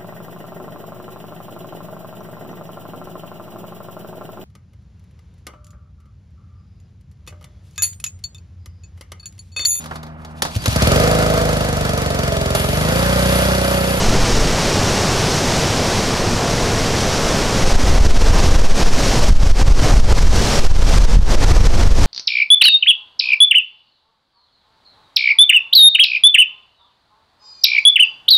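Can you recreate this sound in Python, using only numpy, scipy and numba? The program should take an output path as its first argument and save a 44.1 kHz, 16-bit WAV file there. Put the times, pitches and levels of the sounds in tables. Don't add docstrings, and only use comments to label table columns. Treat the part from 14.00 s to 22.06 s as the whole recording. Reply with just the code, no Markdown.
import sys
import numpy as np
from scipy import signal
from scipy.fft import rfft, irfft, next_fast_len
from scipy.io import wavfile
from scipy.ndimage import uniform_filter1d, map_coordinates
from numba import njit

SR = 44100
rng = np.random.default_rng(int(sys.argv[2]) if len(sys.argv) > 2 else 0)


def master_out(mix):
    frames = np.transpose(np.atleast_2d(mix))
    ceiling = np.clip(frames, -1, 1)
    pcm = np.round(ceiling * 32767).astype(np.int16)
    wavfile.write(sys.argv[1], SR, pcm)


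N = 355446

# start_s [s], roar_db [dB], hiss_db [dB]
TREE_LEVELS = [(0, -17, -22), (1.6, -17.5, -22.5), (2.3, -18.5, -25), (3.6, -18, -24), (4.4, -15.5, -21.5),
               (5.1, -17.5, -22), (5.9, -15.5, -21), (6.5, -17.5, -21.5), (7.3, -13.5, -20),
               (8.06, -14, -20)]
# start_s [s], rumble_db [dB]
CHURN_LEVELS = [(0, -12.5), (.36, -15), (.6, -24.5), (1.5, -29), (3.55, -23.5), (4, -3.5), (4.27, -10),
                (4.5, -3), (4.75, -15), (5.15, -15), (5.35, 6), (5.5, 3.5), (5.6, -7.5), (5.75, 3.5),
                (5.87, -10), (6, 4), (6.3, -5), (6.5, -17.5), (6.75, 4), (6.87, -4.5), (7.13, 1), (7.21, 7),
                (7.33, -4), (7.75, -0.5), (7.9, 3.5), (8.06, 2)]
# [ms, width at 1/e of the peak or near it]
HARD_EDDIES = [(0.055, -6, 26), (0.185, -6, 27), (0.335, -4.5, 24), (3.649, 1, 22), (3.733, 0.5, 17),
               (3.768, 6, 17), (3.842, 3.5, 10.6), (4.014, 8.5, 8.6), (4.075, 8, 13.4), (4.128, 8, 33),
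               (4.181, 7.5, 16), (4.232, 6, 16), (4.57, 6.5, 20), (4.625, 9, 18), (4.68, 9.5, 30),
               (4.731, 8, 21), (4.845, 5.5, 22), (4.91, 6.5, 49), (5.209, 0.5, 35), (5.263, 0.5, 34),
               (5.311, 11, 9.5), (5.337, 17.5, 20), (5.378, 15.5, 14), (5.48, 11, 20), (5.525, 18.5, 12.7),
               (5.636, 15.5, 11.4), (5.691, 8, 14), (5.732, 12, 20), (5.757, 5, 23), (5.946, 4, 10),
               (6.017, 14.5, 24), (6.06, 5, 25), (6.135, 11, 13), (6.236, 10.5, 6.8), (6.287, 10, 14),
               (6.62, 7.5, 45), (6.684, 16, 25), (6.725, 16, 19), (6.774, 10.5, 18), (6.814, 1.5, 20),
               (6.991, 12.5, 12), (7.064, 16, 18.4), (7.175, 19, 9.8), (7.195, 23, 8), (7.238, 20, 14.5),
               (7.362, 14.5, 14), (7.454, 10.5, 15), (7.526, 10.5, 11.7), (7.609, 7.5, 7.1),
               (7.679, 15, 15.8), (7.714, 9.5, 24), (7.764, 9, 8.9), (7.845, 9.5, 18), (7.889, 13, 25),
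               (7.934, 12, 14), (7.971, 5.5, 18.5)]
# frequency_hz [Hz], relative_level_db [dB]
BOUGH_SPECTRUM = [(24, -34), (40, -4.5), (71, -4), (98, 2.5), (214, -1.5), (320, -4.5), (450, -3.5),
                  (700, -6.5), (1000, -10), (1600, -14.5), (2500, -19.5), (3300, -24.5), (5500, -120)]
# frequency_hz [Hz], relative_level_db [dB]
LEAF_SPECTRUM = [(710, -8), (1200, -8.5), (2360, -4.5), (5740, -1), (11400, -19), (13400, -24.5),
                 (15600, -37)]
# frequency_hz [Hz], relative_level_db [dB]
RUMBLE_SPECTRUM = [(2, -7), (5, -11), (11, -4), (20, -9.5), (35, -6), (60, -17), (100, -20), (160, -33),
                   (300, -40.5), (600, -120)]

SOFT_PER_S = 9
SOFT_OVER_CHURN_DB, SOFT_CEILING_DB = 8, 4
SOFT_SCATTER_DB = 2.5
SOFT_MEDIAN_MS, SOFT_LOG_SPREAD = 14.3, 0.26
TOP_HZ = 15780


def amp(db):
    return 10 ** (np.asarray(db) / 20)


def unit(x):
    return x / np.sqrt(np.mean(x ** 2))


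def curves(rows):
    s, *columns = np.transpose(rows)
    t = np.arange(N) / SR
    return [np.interp(t, s, column) for column in columns]


def wobble(rate_hz):
    knots = rng.standard_normal(int(N * rate_hz / SR) + 4)
    return map_coordinates(knots, [np.arange(N) * rate_hz / SR])


def filtered(x, response):
    size = next_fast_len(N + SR // 2)
    spectrum = rfft(x, size) * response(np.fft.rfftfreq(size, 1 / SR))
    return irfft(spectrum, size)[:N]


def rush(spectrum, patchy_db, flutter_db=0):
    z = signal.stft(rng.standard_normal(N), nperseg=512)[2]
    patches = uniform_filter1d(rng.standard_normal(z.shape), size=8, axis=0)
    patches = uniform_filter1d(patches, size=14, axis=1)
    noise = signal.istft(z * amp(patchy_db * unit(patches)), nperseg=512)[1][:N]
    noise = noise * amp(flutter_db * wobble(400))
    hz, db = np.transpose(spectrum)

    def colour(f):
        return amp(np.interp(np.log(f + 1), np.log(hz + 1), db))

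    return unit(filtered(noise, colour))


def trees():
    roar_db, hiss_db = curves(TREE_LEVELS)
    gust = wobble(2.015)
    shiver_db = 0.5 * wobble(14)
    roar = amp(roar_db + 0.25 * gust) * rush(BOUGH_SPECTRUM, patchy_db=0.48)
    hiss = rush(LEAF_SPECTRUM, patchy_db=-0.16, flutter_db=0.66)
    return roar + amp(hiss_db + 0.46 * gust + shiver_db) * hiss


def churn():
    lumps = amp(2.0 * wobble(12))
    return amp(curves(CHURN_LEVELS)[0]) * unit(lumps * rush(RUMBLE_SPECTRUM, patchy_db=0.5))


def soft_eddies():
    slots = np.arange(int(N / SR * SOFT_PER_S))
    s = (slots + rng.uniform(size=len(slots))) / SOFT_PER_S
    strength, length = rng.standard_normal((len(slots), 2)).T
    churn_db = np.interp(s, *np.transpose(CHURN_LEVELS))
    db = np.minimum(churn_db + SOFT_OVER_CHURN_DB, SOFT_CEILING_DB) + SOFT_SCATTER_DB * strength
    ms = SOFT_MEDIAN_MS * np.exp(SOFT_LOG_SPREAD * length)
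    return list(zip(s, db, ms))


def add_eddies(air, eddies):
    t = np.arange(N) / SR
    sign = 1
    for (s, db, ms), lean in zip(eddies, rng.uniform(-1, 1, len(eddies))):
        near = slice(max(round((s - .1) * SR), 0), round((s + .1) * SR))
        u = (t[near] - s) / (ms / 2000)
        hump = np.exp(-np.abs(u) ** 2.9)
        tilted = hump * (1 + 0.28 * lean * np.tanh(u))
        air[near] = air[near] * (1 - 0.84 * hump) + sign * amp(db) * tilted
        sign = -sign
    return air


def buffeting():
    air = add_eddies(churn(), soft_eddies())
    return add_eddies(air, HARD_EDDIES)


def scene():
    return np.tile(trees() + buffeting(), (2, 1))


@njit
def follow(level, rise, fall):
    out, held = np.empty_like(level), level[0]
    for i in range(len(level)):
        held += (rise if level[i] > held else fall) * (level[i] - held)
        out[i] = held
    return out


def coupling(x, corner_hz):
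    return filtered(x, lambda hz: 1j * hz / (corner_hz + 1j * hz))


def limiter(x):
    attack_ms, release_ms = 1.4, 14.7
    threshold_db, knee, power = -4.0, 2.38, 1.48
    rise, fall = 1000 / (attack_ms * SR), 1000 / (release_ms * SR)
    held = follow(np.abs(x) ** power, rise, fall) ** (1 / power)
    return x / (1 + (held / amp(threshold_db)) ** knee) ** (1 / knee)


def record(dry):
    x = limiter(coupling(dry[0], corner_hz=3.7))
    x = coupling(x, corner_hz=3)
    x = x / (1 + np.abs(x) ** 14) ** (1 / 14)
    return np.tile(filtered(x, lambda hz: hz < TOP_HZ), (2, 1))


dry = scene()
out = record(dry)
master_out(out)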